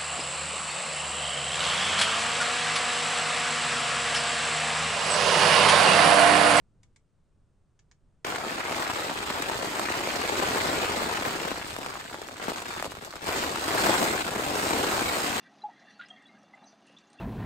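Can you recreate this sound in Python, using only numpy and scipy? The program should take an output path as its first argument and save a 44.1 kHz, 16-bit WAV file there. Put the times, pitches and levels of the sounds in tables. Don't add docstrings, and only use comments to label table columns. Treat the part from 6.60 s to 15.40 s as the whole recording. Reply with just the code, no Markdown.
import sys
import numpy as np
from scipy import signal
from scipy.fft import rfft, irfft
from scipy.io import wavfile
from scipy.ndimage import uniform_filter1d

SR = 44100
rng = np.random.default_rng(int(sys.argv[2]) if len(sys.argv) > 2 else 0)


def store_wav(level_fs):
    pcm = np.round(np.clip(np.atleast_2d(level_fs), -1, 1) * 32767)
    wavfile.write(sys.argv[1], SR, pcm.T.astype(np.int16))


N = 388080
RAIN_START_S = 1.645


def amp(db):
    return 10 ** (np.asarray(db) / 20)


def evened(x):
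    return x / np.sqrt(np.mean(x ** 2) + 1e-20)


def read(points, hz):
    f, value = np.transpose(points)
    return np.interp(np.log(hz + 1), np.log(f + 1), value)


def follow(curve, s):
    return np.interp(s, *np.transpose(curve))


def smoothed_noise(shape, first, second):
    noise = rng.standard_normal(shape)
    for size, axis in (first, second):
        noise = uniform_filter1d(noise, size=size, axis=axis)
    return evened(noise)


def scatter(s, sounds):
    at = np.round(s * SR).astype(int)[:, None] + np.arange(sounds.shape[-1])
    return np.array([np.bincount(at.ravel(), side.ravel(), N)[:N] for side in sounds])


def whitened(x):
    hz, s, z = signal.stft(x, SR, nperseg=1024, noverlap=768)
    power = np.mean(abs(z) ** 2, axis=(0, 2))
    return hz[:, None], s, z / np.sqrt(power + 1e-20)[:, None]


def waveform(z):
    return signal.istft(z, nperseg=1024, noverlap=768)[1][:, :N]


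CALM_DB = -65.5
# frequency_hz, relative_level_db
CALM_SPECTRUM = [(25, -1), (50, -6.5), (125, -5.5), (190, -14), (320, -20), (500, -23), (800, -30),
                 (1300, -31.5), (2000, -39.5), (5000, -45), (9000, -44), (15000, -87)]
# time_s, level_change_db
RUMBLE_SWELL = [(0, 0), (.26, 3), (.4, -1), (.52, -3), (.65, -2), (.9, 1), (1.13, -1), (1.38, -1),
                (1.47, 3.5), (1.6, -1)]


def calm(flutter_db=1.2, side_db=-9):
    common, side = rng.standard_normal((2, N))
    hz, s, z = whitened(common + amp(side_db) * np.array([side, -side]))
    lumps = evened(uniform_filter1d(rng.standard_normal(len(s)), size=14))
    swell_db = follow(RUMBLE_SWELL, s) + flutter_db * lumps
    colour_db = read(CALM_SPECTRUM, hz) + swell_db / (1 + hz / 400)
    return amp(CALM_DB) * evened(waveform(z * amp(colour_db)))


def tent(x, t60, wet_db, count=3):
    t = np.arange(3072) / SR
    turn = 2 * np.pi * 3.7 * np.arange(N) / SR
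    wet = 0
    for k in range(count):
        bounces = rng.standard_normal((2, len(t))) * (rng.random((2, len(t))) < .1) * (t > .002)
        tail = evened(bounces * amp(-60 * t / t60)) / np.sqrt(len(t))
        share = np.sqrt(2 / count) * np.cos(turn + np.pi * k / count)
        wet = wet + signal.oaconvolve(x * share, tail, axes=1)[:, :N]
    return x + amp(wet_db) * wet


# start_s, relative_level_db, ring of the hollow between the hands hollow_hz, # ring of the
# shell shell_hz, top of the band top_hz, delay of the end stop stop_s
BUTTON_CLICKS = [(0.2313, -44, 2150, 7550, 8700, .003), (0.3605, -43.5, 2100, 7700, 8500, .0028),
                 (1.1912, -46, 1720, 6100, 7500, .0042), (1.3130, -43, 1750, 6600, 7400, .0045)]
# frequency_hz, relative_level_db, t60_s
CASING_MODES = [(2200, -9, .028), (2650, -12, .022), (4900, -16, .025), (5980, -10, .028),
                (6760, -10, .028), (7300, -9, .024)]


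def button(level_db=-11, snap_db=1.5, snap_s=0.005, hollow_db=-3, hollow_t60=0.015,
           shell_db=-1, shell_t60=.012, stop_db=-3, swell_s=.0005):
    t = np.arange(3000) / SR
    clicks = 0
    for s, peak_db, hollow_hz, shell_hz, top_hz, stop_s in BUTTON_CLICKS:
        modes = list(CASING_MODES)
        modes += [(hollow_hz, hollow_db, hollow_t60), (shell_hz, shell_db, shell_t60)]
        ring = 0
        for hz, db, t60 in modes:
            phase = rng.random((2, 2, 1))
            ring = ring + amp(db - 60 * t / t60) * np.sin(2 * np.pi * (hz * t + phase))
        snap = amp(snap_db) * rng.standard_normal((2, 2, len(t))) * np.exp(-t / snap_s)
        padded = (ring + snap) * (1 - np.exp(-t / swell_s))
        band = signal.butter(6, [700, top_hz], "band", fs=SR, output="sos")
        gain = amp(level_db + peak_db + np.array([[0], [stop_db]]))
        direct, glancing = signal.sosfilt(band, padded) * gain
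        both = np.array([direct, (direct + glancing) / np.sqrt(2)])
        clicks = clicks + scatter(np.array([s, s + stop_s]), both)
    return tent(clicks, t60=.13, wet_db=-7)


# time_s, relative_level_db
SHOWER_STRENGTH = [(1.65, -33), (1.95, -34), (2.2, -30.8), (2.62, -33.3), (3.55, -29.7), (3.95, -26.7),
                   (4.4, -28.8), (4.85, -31.5), (5.05, -37.4), (5.4, -40), (5.74, -42.8), (5.86, -34.5),
                   (6.0, -36.3), (6.255, -37), (6.285, -43.5), (6.6, -43.8), (6.68, -29.5), (6.8, -28.3),
                   (6.98, -31.8), (7.245, -22.8), (7.42, -24), (7.7, -32), (8.12, -25.8), (8.8, -28.2)]


def arrivals(per_s, crowding, clumping_db):
    s = np.arange(N) / SR
    strength_db = follow(SHOWER_STRENGTH, s)
    clumps = smoothed_noise(N, (700, 0), (300, 0))
    rate = per_s * amp(crowding * (strength_db - strength_db.mean()) + clumping_db * clumps)
    return s[(rng.random(N) < rate / SR) & (s > RAIN_START_S)]


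WALL_SHARE = .47
WALL_LEAD_S, WALL_SPREAD_S = .00041, .00006
ROOF_LEAD_S, ROOF_SPREAD_S = .00006, .00016


def bearings(count):
    on_wall, spread = rng.random(count) < WALL_SHARE, rng.standard_normal(count)
    wall_lead_s = WALL_LEAD_S + WALL_SPREAD_S * spread
    roof_lead_s = ROOF_LEAD_S + ROOF_SPREAD_S * spread
    return np.where(on_wall, wall_lead_s, roof_lead_s)


def drop_sounds(pitch_hz, lead_s, swell_s, splash_db, splash_s, bend_s=0.00044):
    phase, wet = rng.random((len(pitch_hz), 2)).T[:, :, None]
    lead = lead_s[:, None] * np.array([.5, -.5])[:, None, None]
    t = np.maximum(np.arange(448) / SR - .0003 + lead, 0).astype(np.float32)
    pitch_hz = pitch_hz[:, None]
    swell = swell_s * np.sqrt(1000 / pitch_hz)
    turns = pitch_hz * (bend_s + swell) * np.log1p(t / bend_s)
    envelope = t / swell * np.exp(1 - t / swell)
    ripple = envelope * np.sin(2 * np.pi * (turns + phase))
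    splash = rng.standard_normal(t.shape, np.float32) * (t > 0) * np.exp(-t / splash_s)
    return ripple + amp(splash_db) * 2 * wet * splash


def landed(s, drops, echo_db):
    delay_s = rng.uniform(.0015, .006, len(s))
    return scatter(s, drops) + amp(echo_db) * scatter(s + delay_s, drops)


def taps():
    s = arrivals(per_s=1050, crowding=.88, clumping_db=.35)
    size_db = 5 * np.minimum(rng.exponential(1, len(s)), 2.4)
    octaves = rng.uniform(-1.63, 1.148, len(s)) - size_db / 36
    pitch_hz = 1350 * 2 ** octaves
    drops = drop_sounds(pitch_hz, bearings(len(s)), swell_s=0.000696, splash_db=-8.0, splash_s=0.0026)
    return tent(landed(s, drops * amp(size_db)[:, None], echo_db=-5), t60=.05, wet_db=-11)


def spray(per_s=1400, fizz_s=0.0055, size_db=4.8):
    size = amp(size_db * np.minimum(rng.exponential(1, (2, N)), 4.5))
    bursts = size ** 2 * (rng.random((2, N)) < per_s / SR)
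    power = signal.lfilter([1], [1, -np.exp(-1 / (fizz_s * SR))], bursts)
    return np.sqrt(power) * rng.standard_normal((2, N))


# frequency_hz, relative_level_db
FLY_SPECTRUM = [(25, -26), (55, -4.5), (90, -3.5), (160, -6.3), (300, 0.3), (410, -0.1), (520, -2.5),
                (720, -1.5), (1300, -2.5), (2000, -6), (3100, -9.8), (4400, -10.1), (5800, -16.2),
                (8300, -16.8), (11000, -22.3), (15500, -31)]
# frequency_hz, difference_db
LEFT_LEAN = [(100, -1.5), (380, 0), (750, 5.5), (1300, 1), (2400, .5), (4300, -0.5), (5700, -3),
             (7500, -5.5)]
# frequency_hz, relative_level_db
SPRAY_BALANCE = [(100, 2), (350, -9), (1500, -12), (4200, -1.5), (12000, -1.5)]
# time_s, level_change_db
MIDDLE_LEVEL = [(1.65, 2.0), (2.7, 2), (3.8, 0.9), (4.6, 1), (6.5, 0), (7.35, 1.2), (8.1, 0.5), (8.8, 0.4)]
# time_s, level_change_db
TOP_LEVEL = [(1.65, -3.5), (2.4, -1), (6.4, -1.5), (7.2, 1.6)]
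# time_s, level_change_db
DRUMMING_LEVEL = [(1.65, 0.2), (3.35, 0.5), (3.9, 1.1), (4.6, -.3), (7.3, -0.5), (8.1, 1.5), (8.8, -0.8)]
# time_s, level_change_db
BASS_LEVEL = [(1.65, -1.5), (3.6, -2), (4.0, 0), (5.2, 1.5), (5.9, -3.5), (6.4, 2), (7.0, -1.5), (7.4, 0),
              (8.8, 0.5)]
THUD_PER_DB = 0.11


def rain(level_db=-0.6, mono_hz=300, steady_bass=0.5):
    t = np.arange(N) / SR
    landing = t > RAIN_START_S
    patter = taps()
    power = uniform_filter1d(np.mean(patter ** 2, 0), size=5000)
    patter = patter / np.sqrt(abs(power) + 0.0088 * power.mean())
    hz, s, z = whitened(patter)
    z = z + amp(read(SPRAY_BALANCE, hz)) * whitened(spray() * landing)[2]

    apart = hz / np.hypot(hz, mono_hz)
    middle_z = z.mean(0)
    z = whitened(waveform(middle_z + apart * (z - middle_z)))[2]

    strength_db = follow(SHOWER_STRENGTH, s)
    gust_db = strength_db - strength_db.mean()
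    thud = read([(200, .4), (350, 1), (750, 1), (1200, 0)], hz)
    colour_db = read(FLY_SPECTRUM, hz) + THUD_PER_DB * thud * gust_db

    middle = read([(500, 0), (1200, 1), (2600, 1), (4500, 0)], hz)
    top = read([(5000, 0), (11000, 1)], hz)
    bass = read([(120, 1), (250, 0)], hz)
    colour_db = colour_db + middle * follow(MIDDLE_LEVEL, s) + top * follow(TOP_LEVEL, s)
    colour_db = colour_db + thud * follow(DRUMMING_LEVEL, s) + bass * follow(BASS_LEVEL, s)

    colour_db = colour_db - steady_bass * read([(70, 1), (200, 0.27)], hz) * gust_db
    panels = smoothed_noise(colour_db.shape, (7, 0), (14, 1))
    colour_db = colour_db + panels * read([(150, .3), (600, 1.0), (2500, 1.6), (9000, 1.4)], hz)

    lean_db = np.array([.5, -.5])[:, None, None] * read(LEFT_LEAN, hz)
    sound = evened(waveform(z * amp(colour_db + lean_db)))
    return sound * landing * amp(level_db + follow(SHOWER_STRENGTH, t))


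# centre_s, relative_level_db of each drop, central pitch_hz, length_s
DROP_VOLLEYS = [(1.68, -31, 900, .04), (1.9, -31, 1150, .04), (2.215, -29, 1160, .03),
                (2.764, -29, 1030, .025), (3.165, -30, 1080, .02), (3.838, -24, 950, .035),
                (3.975, -26, 800, .04), (4.24, -29, 900, .04), (4.42, -28, 950, .03),
                (4.666, -26.5, 1030, .03), (4.866, -29, 1030, .04), (5.892, -30, 850, .025),
                (6.73, -25.5, 900, .035), (6.83, -28, 1000, .03), (7.15, -26, 1000, .025),
                (7.275, -20, 800, .06), (7.35, -24, 1100, .025), (7.418, -20.5, 700, .055),
                (7.463, -26, 950, .025), (7.546, -26.5, 930, .025), (7.807, -27, 1000, .03),
                (8.56, -29, 1000, .04)]


def volleys(level_db=-1.7, left_db=3, count=10):
    s, peak_db, pitch_hz, length_s = np.repeat(DROP_VOLLEYS, count, axis=0).T
    when, size, tone = rng.uniform(-1, 1, (len(s), 3)).T
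    drops = drop_sounds(pitch_hz * 2 ** (.7 * tone), bearings(len(s)),
                        swell_s=.0008, splash_db=-14, splash_s=.003)
    side_db = np.array([[.5], [-.5]]) * left_db
    gain = amp(level_db + peak_db - 1 + 4 * size + side_db)
    rolls = landed(s + when * length_s / 2, drops * gain[:, :, None], echo_db=-6)
    return tent(rolls, t60=.05, wet_db=-11)


# start_s, relative_level_db, #
# pitch_hz of the slap, left-right difference_db (positive to the left)
OVERHEAD_DROPS = [(1.669, -22, 960, 3), (1.75, -21, 1100, 4), (1.759, -18.5, 1520, 1),
                  (1.836, -23, 1030, 4), (1.908, -21, 1100, 2), (1.994, -21, 740, 0), (2.007, -22, 1280, 1),
                  (2.111, -17.5, 900, -1), (2.125, -21, 1020, 2), (2.385, -18.5, 1350, -1),
                  (2.496, -19, 1200, 0), (2.702, -14.5, 1250, 1), (2.823, -15.5, 1500, 4),
                  (2.897, -17.5, 950, 3), (2.916, -20, 1150, 2), (2.989, -21.5, 1150, -2),
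                  (3.045, -21, 970, 3), (3.195, -13, 1550, -1), (3.302, -18.5, 790, 2),
                  (3.359, -20, 950, 3), (3.437, -19, 1150, 2), (3.473, -15, 830, 0), (3.562, -19, 860, 3),
                  (3.65, -17.5, 720, 4), (3.722, -18, 820, 5), (3.799, -17, 780, 6), (3.833, -15.5, 900, 4),
                  (3.958, -14.5, 900, 3), (4.051, -17, 880, 6), (4.089, -18, 860, 7), (4.13, -17, 1000, 3),
                  (4.236, -18.5, 930, 1), (4.369, -19, 910, 5), (4.496, -19, 1000, 2),
                  (4.623, -19, 1130, 3), (4.661, -18, 950, 4), (4.85, -18, 820, 2), (4.915, -19, 620, 2),
                  (5.022, -22, 1400, 4), (5.065, -25, 1250, 1), (5.164, -20, 1450, 2),
                  (5.186, -19.5, 720, 3), (5.262, -18.5, 1300, 2), (5.267, -25, 1190, -2),
                  (5.338, -24, 1550, 0), (5.355, -23.5, 1200, 1), (5.45, -27.5, 830, -2),
                  (5.511, -28, 950, 1), (5.543, -22, 1150, 0), (5.617, -23.5, 690, 5),
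                  (5.686, -23.5, 1550, -1), (5.711, -28, 1170, 2), (5.797, -26.5, 950, 3),
                  (5.817, -25, 760, 5), (5.882, -14.5, 750, 5), (5.918, -23, 800, 3), (6.105, -23, 1240, 2),
                  (6.15, -25, 1440, 0), (6.198, -21, 1200, 1), (6.225, -16, 1100, 2), (6.244, -19, 1200, 1),
                  (6.254, -21, 900, 2), (6.263, -23, 1000, -1), (6.319, -23.5, 1340, 0),
                  (6.351, -28.5, 1400, -3), (6.369, -29, 1120, 3), (6.379, -33, 200, 0),
                  (6.412, -30, 900, 6), (6.423, -29, 960, 4), (6.448, -28, 1550, 3), (6.474, -31, 870, 4),
                  (6.537, -26.5, 1400, -1), (6.556, -25.5, 1230, 3), (6.642, -22, 720, 4),
                  (6.681, -18, 1100, 6), (6.689, -19, 800, 3), (6.837, -20, 1200, 0), (6.903, -20, 730, 4),
                  (6.959, -15.5, 1200, 2), (7.08, -17.5, 630, 1), (7.149, -16, 1000, 4),
                  (7.26, -12.5, 940, 6), (7.271, -13, 900, 3), (7.294, -9, 850, 3), (7.34, -10.5, 1400, 2),
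                  (7.544, -17.5, 890, 3), (7.688, -20.5, 720, 3), (7.76, -15.5, 680, 2),
                  (7.893, -19, 830, 5), (7.957, -16.5, 620, 3), (8.107, -15, 820, 4), (8.134, -15, 860, 5),
                  (8.192, -15.5, 730, 4), (8.245, -16, 650, 1), (8.319, -17, 1160, 0), (8.379, -14, 730, 2),
                  (8.417, -17, 730, 2), (8.569, -16, 1050, 2), (8.769, -18, 1000, 4)]
# pitch_multiple, relative_level_db, swell_s at 1000 Hz
DROP_RIPPLES = [(2.7, -9, .0005), (1, -1.5, .0008), (.55, -12, .0008)]
LEAD_S_PER_DB = .00007


def big_drops(level_db=-2.4, top_hz=11000):
    s, peak_db, pitch_hz, left_db = np.transpose(OVERHEAD_DROPS)
    drops = 0
    for multiple, db, swell_s in DROP_RIPPLES:
        ripple = drop_sounds(pitch_hz * multiple, LEAD_S_PER_DB * left_db, swell_s,
                             splash_db=-14.5, splash_s=.0035, bend_s=.0004)
        drops = drops + amp(db) * ripple
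    drops = signal.sosfilt(signal.butter(3, top_hz, fs=SR, output="sos"), drops)
    gain = amp(level_db + peak_db + np.array([[.5], [-.5]]) * left_db)
    return tent(landed(s, drops * gain[:, :, None], echo_db=-9), t60=0.045, wet_db=-13)


# start_s, relative_level_db, decay_s
SHATTERED_DRIPS = [(1.907, -25, .005), (2.821, -18.5, .006), (3.194, -22, .005), (4.659, -24, .008),
                   (5.072, -30, .01), (5.1408, -31, .008), (5.163, -27, .007), (5.185, -28, .005),
                   (5.26, -29, .008), (5.341, -30, .01), (5.507, -33, .01), (5.542, -33, .008),
                   (5.679, -35, .014), (5.8422, -30, .012), (5.882, -30, .012), (5.933, -28, .007),
                   (6.08, -31, .012), (6.2238, -30, .007), (6.243, -31, .01), (6.252, -29, .012),
                   (6.3106, -31, .012), (6.35, -36, .008), (6.42, -38, .01), (6.4473, -26.5, .011),
                   (6.532, -37, .008), (6.555, -32, .006), (6.623, -35, .02), (6.641, -30, .008),
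                   (6.957, -23, .007), (7.038, -26, .004), (7.262, -21, .012), (7.339, -19, .008),
                   (7.393, -21, .012)]


def spatters(level_db=-8.3):
    s, peak_db, fizz_s = np.transpose(SHATTERED_DRIPS)
    t = np.arange(2500) / SR
    fizz = rng.standard_normal((2, len(s), len(t))) * np.exp(-t / fizz_s[:, None])
    band = signal.butter(2, [1800, 11000], "band", fs=SR, output="sos")
    return scatter(s, signal.sosfilt(band, fizz) * amp(level_db + peak_db)[:, None])


def scene():
    return calm() + button() + rain() + volleys() + big_drops() + spatters()


TREBLE_SHARED = .8
EDGE_HZ = 15800


def record(dry, merge_hz=6700, lag_s=0.0001431):
    hz = np.fft.rfftfreq(N, 1 / SR)
    left, right = rfft(dry)
    same = TREBLE_SHARED / (1 + (merge_hz / (hz + 1)) ** 20)
    delayed = right * np.exp(-2j * np.pi * hz * lag_s)
    left = np.sqrt(1 - same ** 2) * left + same * delayed
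    merged = irfft(np.array([left, right]), N)
    stereo = np.where(np.arange(N) / SR > RAIN_START_S, merged, dry)
    low_pass = signal.firwin(511, EDGE_HZ, window=("kaiser", 9), fs=SR)
    return signal.oaconvolve(stereo, low_pass[None], "same")


dry = scene()
out = record(dry)
store_wav(out)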